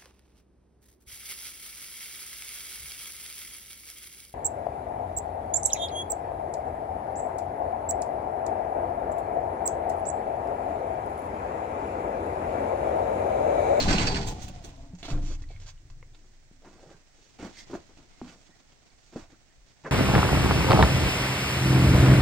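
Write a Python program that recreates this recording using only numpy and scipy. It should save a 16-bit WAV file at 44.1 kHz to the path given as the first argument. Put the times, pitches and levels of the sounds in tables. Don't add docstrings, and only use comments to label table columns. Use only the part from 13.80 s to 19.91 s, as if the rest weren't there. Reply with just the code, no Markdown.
import sys
import numpy as np
from scipy import signal
from scipy.fft import rfft, irfft, next_fast_len
from scipy.io import wavfile
from scipy.ndimage import uniform_filter1d, map_coordinates

SR = 44100
rng = np.random.default_rng(int(sys.argv[2]) if len(sys.argv) > 2 else 0)


def materialize(psi):
    bounded = np.clip(np.atleast_2d(psi).T, -1, 1)
    quanta = np.round(bounded * 32767).astype(np.int16)
    wavfile.write(sys.argv[1], SR, quanta)


def makeup_ratio(level_db):
    decades = np.asarray(level_db, float) / 20
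    return 10 ** decades


N = 269451

# frequency in Hz, density in dB per Hz.
STRAW = [(290, -0.5), (500, -8.5), (688, -5), (1130, -11.5), (1440, -10.5), (1720, -13.5), (2070, -11.5),
         (6510, -14), (8580, -26), (9920, -41.5), (12000, -44), (13300, -69), (16000, -34)]


def evened(x):
    return x / np.sqrt(np.mean(x ** 2) + 1e-20)


def curve(rows):
    s, *columns = np.transpose(rows)
    return [np.interp(np.arange(N) / SR, s, c) for c in columns]


def read(points, hz):
    f, value = np.transpose(points)
    return np.interp(np.log(hz + 1), np.log(f + 1), value)


def colour(x, points):
    size = next_fast_len(x.shape[-1])
    gain = makeup_ratio(read(points, np.fft.rfftfreq(size, 1 / SR)))
    return irfft(rfft(x, size) * gain, size)[..., :x.shape[-1]]


def resonate(x, hz, width_hz):
    r = np.exp(-np.pi * width_hz / SR)
    turn = 2 * np.pi * hz / SR
    return signal.lfilter([1 - r], [1, -2 * r * np.cos(turn), r * r], x) * np.sin(turn) * 2


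def grains(per_s, spread_db):
    u, e, sign = rng.random((3, N))
    size = makeup_ratio(spread_db * np.minimum(-np.log(e + 1e-9), 4))
    return evened((u < per_s / SR) * size * (sign - .5))


def blow(s, db, hold, t60, drive, rise):
    at = round(s * SR)
    piece = drive[at:at + round((hold + t60) * SR) + 1]
    t = np.arange(len(piece)) / SR
    fade = makeup_ratio(db - 60 * np.maximum(t - hold, 0) / t60)
    return at, piece, fade * (1 - np.exp(-t / rise))


def held(rows, share, *rest):
    return [(s, db, hz, share * t60, t60, *rest) for s, db, hz, t60 in rows]


def rings(rows, drive, raw_db, rise):
    out = np.zeros(N)
    for s, db, hz, hold, t60, width_hz in rows:
        at, piece, shape = blow(s, db, hold, t60, drive, rise)
        mode = resonate(resonate(piece, hz, width_hz), hz, 2 * width_hz)
        out[at:at + len(piece)] += shape * (evened(mode) + makeup_ratio(raw_db) * piece)
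    return out


def air():
    # frequency in Hz, density in dB per Hz.
    air_bands = [(12, -9), (20, 5), (182, -26), (698, -20), (1030, -29), (1960, -20.5), (2910, -28.5),
                 (6010, -24), (8410, -29.5), (9670, -51), (11100, -44.5), (14300, -57), (16000, -35)]
    # frequency in Hz, left-right likeness from -1 to 1.
    likeness = [(60, 0.18), (240, 1), (950, 0.43), (3770, -0.22), (15000, 0.016)]
    # time in seconds, level in dB.
    stir_level = [(0.0, -21.5), (0.19, -32), (0.59, -43), (1.04, -53), (1.24, -71), (1.38, -49.5),
                  (1.6, -56.5), (2.13, -64.5), (3.47, -57.5), (3.81, -48), (3.91, -53), (5.82, -60),
                  (6.11, -57)]
    z = rfft(rng.standard_normal((2, N)))
    same = np.clip(read(likeness, np.fft.rfftfreq(N, 1 / SR)), -1, 1)
    hush = irfft([z[0], same * z[0] + np.sqrt(1 - same ** 2) * z[1]], N)

    stir = colour(np.array([grains(9800, 3.4), grains(9000, 3.2)]), STRAW)
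    fits = evened(colour(rng.standard_normal(N), [(1, -85.0), (6, 8.0), (25, 6.0), (80, -46)]))
    stir = stir * makeup_ratio(1.84 * fits)
    return makeup_ratio(-61) * evened(colour(hush, air_bands)) + makeup_ratio(curve(stir_level)[0] - 4.0) * evened(stir)


def gate():
    # frequency in Hz, density in dB per Hz.
    rumble_bands = [(11, -25), (18, 11), (33, -2.5), (54, -3), (108, -7), (140, -8.5), (170, -33.5),
                    (220, -82), (370, -120)]
    # start in seconds, level in dB, t60 in seconds.
    jolts = [
        (0, -21, 0.81),
        (.06, -19.5, 2.9),
        (1.31, -24, 1.8),
        (3.6, -50, 1.3),
        (3.92, -50, 0.81),
        (4.42, -66, 1.2),
        (5.34, -46.5, 1),
        (6.05, -59, .5),
    ]
    # frequency in Hz, level in dB, width in Hz, t60 in seconds.
    sheet_modes = [(191, -33, 105, 0.37), (276, -39.5, 24, 0.72), (398.6, -41, 10.3, 0.92),
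                   (473.4, -48, 16, 1), (703, -40.5, 78, 0.63), (758.7, -39.5, 13.4, 0.96),
                   (847, -38.5, 33, 0.99), (989, -44, 62, 0.64)]
    # start in seconds, level in dB, frequency in Hz,
    # hold in seconds.
    hums = [(0.78, -56, 680, 0.21), (0.84, -54.5, 269, 0.27), (1.285, -36, 122, 0.033),
            (1.266, -36, 298, 0.047), (1.26, -50, 710, 0.071), (1.46, -46.5, 290, 0.022),
            (2.7, -62, 264, 0.045), (.52, -53.5, 720, .3)]
    # start in seconds, level in dB,
    # frequency in Hz, hold in seconds.
    rubs = [(0.3, -47, 217, 0.4), (0.4, -48, 590, 0.27), (0.454, -44.5, 314, 0.22), (.75, -60, 840, 0.29),
            (2, -66.5, 305, 0.45), (1.7, -50.5, 670, 0.025), (3, -54.5, 600, 0.078), (1.7, -50, 89, .2),
            (2.024, -54, 119, .25), (0, -37.5, 296, .06), (0, -39, 790, 0.054)]
    shove_s, shove_hold_s = 0.039, 0.34
    hum_t60_s, hum_width_hz = 0.59, 24
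    rub_fade, rub_spread = 2.35, 0.47

    ground = evened(colour(grains(400, 3.0), rumble_bands))
    shake = np.full(N, makeup_ratio(-58.5))
    for s, db, t60 in jolts:
        at, piece, shape = blow(s, db, 0, t60, ground, 0.014)
        shake[at:at + len(piece)] += shape

    rows = [(shove_s, db, hz, shove_hold_s, t60, width_hz) for hz, db, width_hz, t60 in sheet_modes]
    rows += [(*row, hum_t60_s, hum_width_hz) for row in hums]
    rows += [(s, db, hz, hold, rub_fade * hold, rub_spread * hz) for s, db, hz, hold in rubs]
    return makeup_ratio(-5.0) * shake * ground + rings(rows, grains(900, 2.7), -92.0, 0.0029)


def small_parts():
    # start in seconds, peak in dB, frequency in Hz,
    # hold in seconds, width in Hz.
    jingles = [
        (.001, -34, 4270, 0.24, 463),
        (2.847, -48, 1480, 0.029, 1400),
        (6.048, -38.5, 2000, 0.029, 700),
    ]
    # start in seconds, peak in dB, frequency in Hz, t60 in seconds.
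    clinks = [
        (.0044, -21, 4190, 0.064),
        (.16, -30, 4120, 0.055),
        (.269, -25, 4600, 0.12),
    ]
    # start in seconds, peak in dB, frequency in Hz, t60 in seconds.
    ticks = [(3.605, -47, 2130, 0.03), (5.535, -58, 1400, .05), (3.768, -43, 2030, 0.19),
             (3.735, -52, 2050, 0.11), (4.5294, -54, 1970, 0.044), (5.7, -61, 1900, 0.095),
             (6.057, -27.5, 1650, 0.038)]
    hold_share, jingle_fade = 0.18, 2.4
    clink_width_hz, tick_width_hz = 150, 200
    rows = held(clinks, hold_share, clink_width_hz) + held(ticks, hold_share, tick_width_hz)
    rows += [(s, db, hz, hold, jingle_fade * hold, width_hz) for s, db, hz, hold, width_hz in jingles]
    return rings(rows, grains(9000, 0.59), -72.0, 0.00033)


def knocks():
    # start in seconds, peak in dB, frequency in Hz, t60 in seconds,
    # overtone in dB. First come clicks of small metal parts.
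    metal_clicks = [(.003, -16.5, 4370, 0.022, -20), (.026, -21.5, 4040, .02, -20),
                    (.084, -28, 4300, .02, -10), (.09, -18, 1990, .015, -10), (.163, -27, 4290, .03, -20),
                    (.184, -10.5, 2880, .012, -22), (.209, -27, 2130, .015, -10),
                    (0.259, -22, 2780, .012, -10), (0.302, -30, 4400, .025, -20),
                    (0.345, -23, 2860, .02, -17), (.487, -33, 3830, .012, -10),
                    (1.6392, -44.5, 1980, .018, -12), (1.689, -46.5, 4320, 0.006, -4),
                    (1.763, -43, 2210, 0.019, -13), (1.896, -51, 3140, .012, -8),
                    (1.978, -54, 2940, .018, -10), (2.2272, -41, 2100, 0.016, -16),
                    (2.337, -57, 3530, .015, -10), (2.347, -51, 3660, 0.022, -10),
                    (4.704, -58, 3800, .012, -6), (4.921, -56, 3100, .015, -6),
                    (5.102, -54, 4420, .018, -10), (5.119, -60, 2300, .015, -10)]
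    flaps = [
        (0.078, -20, 25, .4, -16),
        (.2, -29, 21.2, 1.1, -6),
        (1.25, -35, 21, .4, -10),
        (1.33, -18, 23.58, 1.28, -16),
        (2.098, -38.5, 20.89, 2.8, -26),
        (5.78, -49.5, 40.5, 0.63, -10),
    ]
    wood_knocks = [(1.135, -31, 176.6, 0.14, -37), (1.229, -37, 694, 0.073, -12),
                   (1.283, -34, 674, 0.056, -2), (2.2279, -47.5, 516, 0.031, 6.5),
                   (2.2283, -52, 1400, 0.011, -9), (2.713, -34.5, 208, 0.0098, -17),
                   (3.6285, -25.5, 311, 0.04, -12.5), (3.952, -24.5, 346, 0.055, 1.5),
                   (4.4153, -29, 365, 0.03, 6), (4.4168, -31, 244.6, 0.16, -27),
                   (5.36, -26.5, 237, 0.076, 4.5)]
    # start in seconds, peak in dB, frequency in Hz,
    # t60 in seconds.
    single_blows = [(.019, -20, 215, 0.048), (0.079, -16, 184, 0.059), (.108, -15, 308, 0.045),
                    (0.129, -16, 184.5, 0.21), (0.137, -24, 191, 0.12), (.192, -18.5, 172, .05),
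                    (.223, -21.5, 306, .04), (0.241, -21.5, 110, 0.083), (0.379, -29, 403, .05),
                    (0.405, -29, 209, .05), (.451, -30, 226, 0.04), (0.527, -30.5, 183, 0.057),
                    (0.663, -37, 204, .05), (.712, -38, 208, 0.056), (1.317, -22, 120.6, .14),
                    (1.346, -28, 138, 0.054), (1.409, -34, 242, 0.046), (1.437, -31, 172, .05),
                    (1.519, -38, 294, 0.068), (2.847, -42.5, 726, 0.033), (2.864, -54, 317, .04),
                    (2.89, -54, 242, .04), (2.918, -51, 382, .04), (2.992, -56, 516, .03),
                    (3.081, -57, 807, .03), (3.108, -40, 363, .03), (3.114, -41, 556, 0.046),
                    (3.147, -46, 150, 0.062), (3.591, -37, 250, .05), (3.605, -36, 349, 0.046),
                    (3.649, -28, 221, 0.042), (3.664, -32.5, 312, .05), (3.679, -39, 328, .04),
                    (3.899, -38, 339, .04), (3.908, -44, 358, .04), (3.931, -28.5, 308, 0.045),
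                    (4.172, -48, 220, .03), (4.188, -46, 290, 0.042), (4.247, -53, 344, .04),
                    (4.43, -35, 265, 0.04), (4.47, -40, 285, .05), (4.507, -47, 290, .05),
                    (4.698, -52, 253, 0.044), (5.353, -42, 328, .03), (5.529, -46, 336, 0.053),
                    (6.052, -28, 452, .03), (6.057, -35, 403, .03), (6.064, -29, 479, 0.033),
                    (6.066, -33.5, 1040, 0.046), (6.038, -47, 900, 0.034), (6.077, -36, 452, .04)]
    flap_over, wood_over, click_over = 1.1, 1.98, 0.88
    rows = [(*row, flap_over) for row in flaps]
    rows += [(*row, wood_over) for row in wood_knocks]
    rows += [(*row, click_over) for row in metal_clicks]
    rows += [(*row, -9.5, wood_over) for row in single_blows]

    out, t = np.zeros(N + 2 * SR), np.arange(2 * SR) / SR
    for s, db, hz, t60, over_db, ratio in rows:
        over_hz = ratio * hz
        top_hz = max(hz, over_hz)
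        lower = makeup_ratio(-60 * t / t60) * np.sin(2 * np.pi * hz * t)
        upper = makeup_ratio(over_db - 60 * t / (0.26 * t60)) * np.sin(2 * np.pi * over_hz * t)
        crack = 0.12 * np.exp(-1.5 * t * top_hz) * np.sin(2 * np.pi * 0.42 * top_hz * t)
        give = 1 - np.exp(-6. * t * top_hz)
        out[round(s * SR):][:len(t)] += give * makeup_ratio(db) * (lower + upper + crack)
    return out[:N]


def scrapes():
    # frequency in Hz, density in dB per Hz.
    clash_bands = [(530, -32), (900, 2.5), (2830, 1), (3550, -1.5), (4460, 2.5), (8050, -7.5),
                   (9650, -32.5), (12300, -33), (13700, -92), (15100, -42), (16000, -36)]
    # frequency in Hz, density in dB per Hz.
    edge_bands = [(530, -36), (900, 1), (1570, -6), (3820, -2.5), (5220, -8), (6250, -3), (8760, -10),
                  (9880, -24), (11400, -21), (12700, -30), (13500, -57), (14400, -14), (16000, -21)]
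    # start in seconds, peak in dB, stressed Hz, t60 in seconds.
    clatter = [(.0044, -34, 4330, 0.069), (.0364, -28.5, 3900, 0.054), (.077, -25.5, 3650, 0.14),
               (.102, -26, 1620, 0.11), (.1215, -26.5, 2800, 0.28), (.177, -24.5, 3340, 0.22),
               (.2084, -37, 2110, 0.26), (.2604, -30, 4900, 0.17), (.312, -36, 4670, 0.49),
               (.363, -21.5, 2710, 0.029), (.406, -50, 2840, 0.12), (.4645, -32.5, 7160, 0.074),
               (.481, -39, 6650, 0.11), (.6025, -46.5, 6200, 0.074), (.6175, -36, 6500, 0.088),
               (.652, -60, 7140, .13), (.839, -39.5, 6240, 0.048), (1.1814, -48, 7140, 0.14),
               (1.2277, -36, 3900, 0.28), (1.281, -38, 1718, 0.21), (1.31, -38, 1550, 0.082)]
    # start in seconds, peak in dB, stressed Hz.
    single_snaps = [(0.3452, -36, 2400), (0.68, -39, 3200), (0.082, -34, 3700), (0.2701, -26, 5400),
                    (0.96, -55, 3600), (1.15, -49, 7400), (1.62, -46.5, 5700), (1.98, -69, 3040),
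                    (1.8, -49, 6500), (2.1, -44.5, 1500), (2.389, -57, 7300), (1.3, -42, 1530),
                    (1.2285, -38, 3000), (3.627, -40, 1200), (2.82, -58, 1520), (2.8453, -52, 1510),
                    (4.172, -47.5, 2800), (.128, -27.5, 6800), (.104, -32, 5000), (.229, -36, 3400),
                    (.3575, -32, 7400)]
    # start in seconds, length in seconds, level in dB,
    # stressed Hz, lowest Hz.
    swishes = [(1.417, 0.14, -52, 6800, 710), (1.861, 0.044, -50.5, 6800, 570),
               (3.34, 0.22, -67.5, 7000, 1800), (3.721, 0.095, -58, 4000, 1500),
               (3.765, 0.077, -56.5, 5200, 3100), (5.2, 0.13, -68, 7200, 2000),
               (2.4, 0.19, -76, 6500, 2900), (4.38, 0.17, -60, 2400, 660), (4.51, 0.22, -70, 8300, 2470),
               (0.82, 0.085, -61.5, 3190, 1300)]
    # start in seconds, peak in dB, stressed Hz, t60 in seconds.
    scuffs = [(1.6874, -55, 4060, 0.46), (1.812, -52, 6450, 0.17), (2.3439, -49.5, 3920, 0.045),
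              (2.818, -66, 1900, 0.11), (2.847, -52, 1580, 0.61), (2.993, -55, 1790, 0.53),
              (3.094, -52, 1580, 0.14), (3.585, -41, 2430, 0.21), (3.637, -41, 1930, 0.2),
              (3.779, -47, 5700, 0.075), (3.89, -43.5, 1600, 0.2), (3.934, -40, 1510, 0.12),
              (4.476, -47.5, 2900, 0.1), (4.918, -56, 3280, 0.055), (5.1003, -60, 2340, 0.13),
              (5.322, -48, 1920, 0.23), (5.354, -43.5, 1890, 0.27), (5.491, -53.5, 1920, 0.18),
              (5.8594, -58, 5500, 0.32), (6.035, -44.5, 1590, 0.066), (6.058, -47, 1530, 0.21)]
    hold_share, snap_t60_s = 0.15, 0.017
    snaps, out = grains(6500, 4.85), np.zeros(N)
    snaps[[round((row[0] + 0.00088) * SR) for row in single_snaps]] = 9.8
    stage = np.digitize(np.arange(N) / SR, [.45, 1.1])
    drive = np.choose(stage, [evened(colour(snaps, points)) for points in (clash_bands, edge_bands, STRAW)])

    snap_rows = [(*row, snap_t60_s) for row in single_snaps]
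    for rows, rise, trim_db in ((clatter + scuffs, .002, -11.), (snap_rows, .0004, -9.)):
        for s, db, hz, hold, t60 in held(rows, hold_share):
            at, piece, shape = blow(s, db + trim_db, hold, t60, drive, rise)
            out[at:at + len(piece)] += shape * (piece + 0.66 * evened(resonate(piece, hz, 1750)))

    for s, length, db, hz, low_hz in swishes:
        piece = drive[round(s * SR):][:round(length * SR)]
        piece = piece + 0.36 * evened(resonate(piece, hz, 2100))
        piece = signal.sosfilt(signal.butter(3, low_hz, "high", fs=SR, output="sos"), piece)
        swell = np.sin(np.pi * np.linspace(0, 1, len(piece))) ** 0.33
        out[round(s * SR):][:len(piece)] += makeup_ratio(db) * swell * evened(piece)
    return out * makeup_ratio([[-1.5], [1.5]])


def thuds():
    # start in seconds, peak in dB, frequency in Hz, t60 in seconds.
    post_bumps = [(.076, -14.5, 210, 0.15), (.103, -16, 266, 0.091), (.128, -17, 196, 0.23),
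                  (.197, -22, 273, 0.43), (.238, -24, 112, 0.15), (.275, -25, 206, 0.39),
                  (.838, -37.5, 320, 0.2), (1.282, -32, 323, 0.059), (1.322, -31, 272, 0.34),
                  (1.5, -37.5, 388, 0.13)]
    # start in seconds, peak in dB, frequency in Hz, t60 in seconds.
    foot_thuds = [(2.439, -52, 390, 0.082), (2.818, -47.5, 620, 0.13), (2.846, -42, 313, 0.29),
                  (2.935, -49, 328, 0.23), (2.979, -45.5, 520, 0.14), (3.087, -47.5, 410, 0.29),
                  (3.06, -48, 135, 0.28), (3.108, -77, 586, .16), (3.377, -53, 408, 0.16),
                  (3.453, -54, 506, 0.097), (3.588, -34, 330, 0.16), (3.624, -31.5, 263, 0.22),
                  (3.647, -38, 292, 0.13), (3.668, -54, 270, .1), (3.896, -33, 375, 0.24),
                  (3.93, -27, 330, 0.13), (4.09, -46, 366, 0.14), (4.09, -61, 720, .12),
                  (4.81, -57, 260, .1), (4.182, -45.5, 279, 0.25), (4.429, -38, 150, 0.27),
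                  (4.498, -47, 260, 0.35), (4.692, -48.5, 290, 0.11), (5.327, -41, 300, 0.14),
                  (5.361, -30.5, 340, 0.11), (5.432, -47, 680, 0.08), (5.516, -47.5, 320, 0.15),
                  (6.043, -32, 298, 0.11), (6.0515, -30, 330, 0.1), (6.063, -27, 596, 0.12),
                  (6.078, -34, 457, .14)]
    dull = [(60, -27.5), (180, -4.5), (600, 1.5), (1500, -9.5), (3000, -33.0), (9000, -67.5)]
    earth = evened(colour(grains(2500, 2.6), dull))
    return rings(held(post_bumps + foot_thuds, 0.1, 145), earth, -6.0, 0.0013)


def squeaks():
    # start in seconds, length in seconds, level in dB, first Hz, last Hz.
    slips = [
        (1.68, 0.1, -63.5, 2400, 2030),
        (4.7, 0.058, -68.5, 1920, 1890),
        (4.3, .1, -72, 2200, 2100),
        (3.11, 0.048, -63, 1620, 1560),
    ]
    width_hz = 90
    out = np.zeros(N)
    for s, length, db, first_hz, last_hz in slips:
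        t = np.arange(0, length, 1 / SR)
        flutter = uniform_filter1d(rng.standard_normal((2, SR // 2)), round(SR / width_hz / 2))
        a, b = flutter[:, :len(t)]
        turn = 2 * np.pi * np.cumsum(np.linspace(first_hz, last_hz, len(t))) / SR
        tone = evened((1.5 + evened(a)) * np.cos(turn) + evened(b) * np.sin(turn))
        out[round(s * SR):][:len(t)] += makeup_ratio(db) * np.sqrt(np.sin(np.pi * t / length)) * tone
    return out


def barn(x):
    # frequency in Hz, t60 in seconds.
    room_decay = [(100, 0.055), (500, 0.28), (2000, 0.093), (8000, 0.064)]
    taps = np.zeros((2, SR // 2))
    slots = np.arange(100, SR // 2 - 20, 20)
    at = slots + rng.integers(0, 20, (2, len(slots)))
    np.put_along_axis(taps, at, rng.choice([-1., 1.], at.shape), 1)
    hz, t, z = signal.stft(taps, SR, nperseg=256)
    tail = signal.istft(z * makeup_ratio(-60 * t / read(room_decay, hz)[:, None]), SR, nperseg=256)[1]
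    return signal.fftconvolve(x[None], tail / np.linalg.norm(tail[0]), axes=1)[:, :N]


def scene():
    # time in seconds, left ear lead in ms.
    ear_lead = [(1., .49), (1.2, .1), (3., 0.)]
    sharp = knocks()
    low = makeup_ratio(-9.5) * thuds() + makeup_ratio(-8.5) * small_parts() + squeaks() + gate() + sharp
    low = low * makeup_ratio([[.6], [-.3]])
    high = scrapes()

    lead, at = curve(ear_lead)[0] * SR / 2000, np.arange(N)
    direct = np.zeros((2, N))
    for part, share in ((low, .45), (high, 1)):
        for k, sign in enumerate((1, -1)):
            direct[k] += map_coordinates(part[k], [at + sign * share * lead], order=3, mode="nearest")

    to_room = (0.61 * low + high).mean(0) - 0.49 * (1 - makeup_ratio(-5)) * sharp
    upper = colour(to_room, [(100, -14.0), (600, -13.5), (1500, -3.0), (16000, 8.0)])
    return direct + barn(upper) + air()


def low_pass(x):
    return signal.sosfilt(signal.butter(12, 17060, fs=SR, output="sos"), x)


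def record(dry):
    # frequency in Hz, left minus right in dB.
    case_shade = [(130, -0.5), (600, -.4), (1300, -3), (2500, -4), (4200, -4), (8000, -8.5), (10500, 2)]
    # frequency in Hz, gain in dB.
    mic_response = [(8600, -2.5), (9200, 1.5), (9450, -8), (10100, -32), (10500, 4), (12400, 0),
                    (12900, -26), (14700, -21), (15300, 7.5), (15800, 1), (15950, -57)]
    shaded = [colour(x, [(hz, side * db) for hz, db in case_shade]) for x, side in zip(dry, (.5, -.5))]
    return low_pass(colour(np.array(shaded), mic_response))


dry = scene()
out = record(dry)
materialize(out)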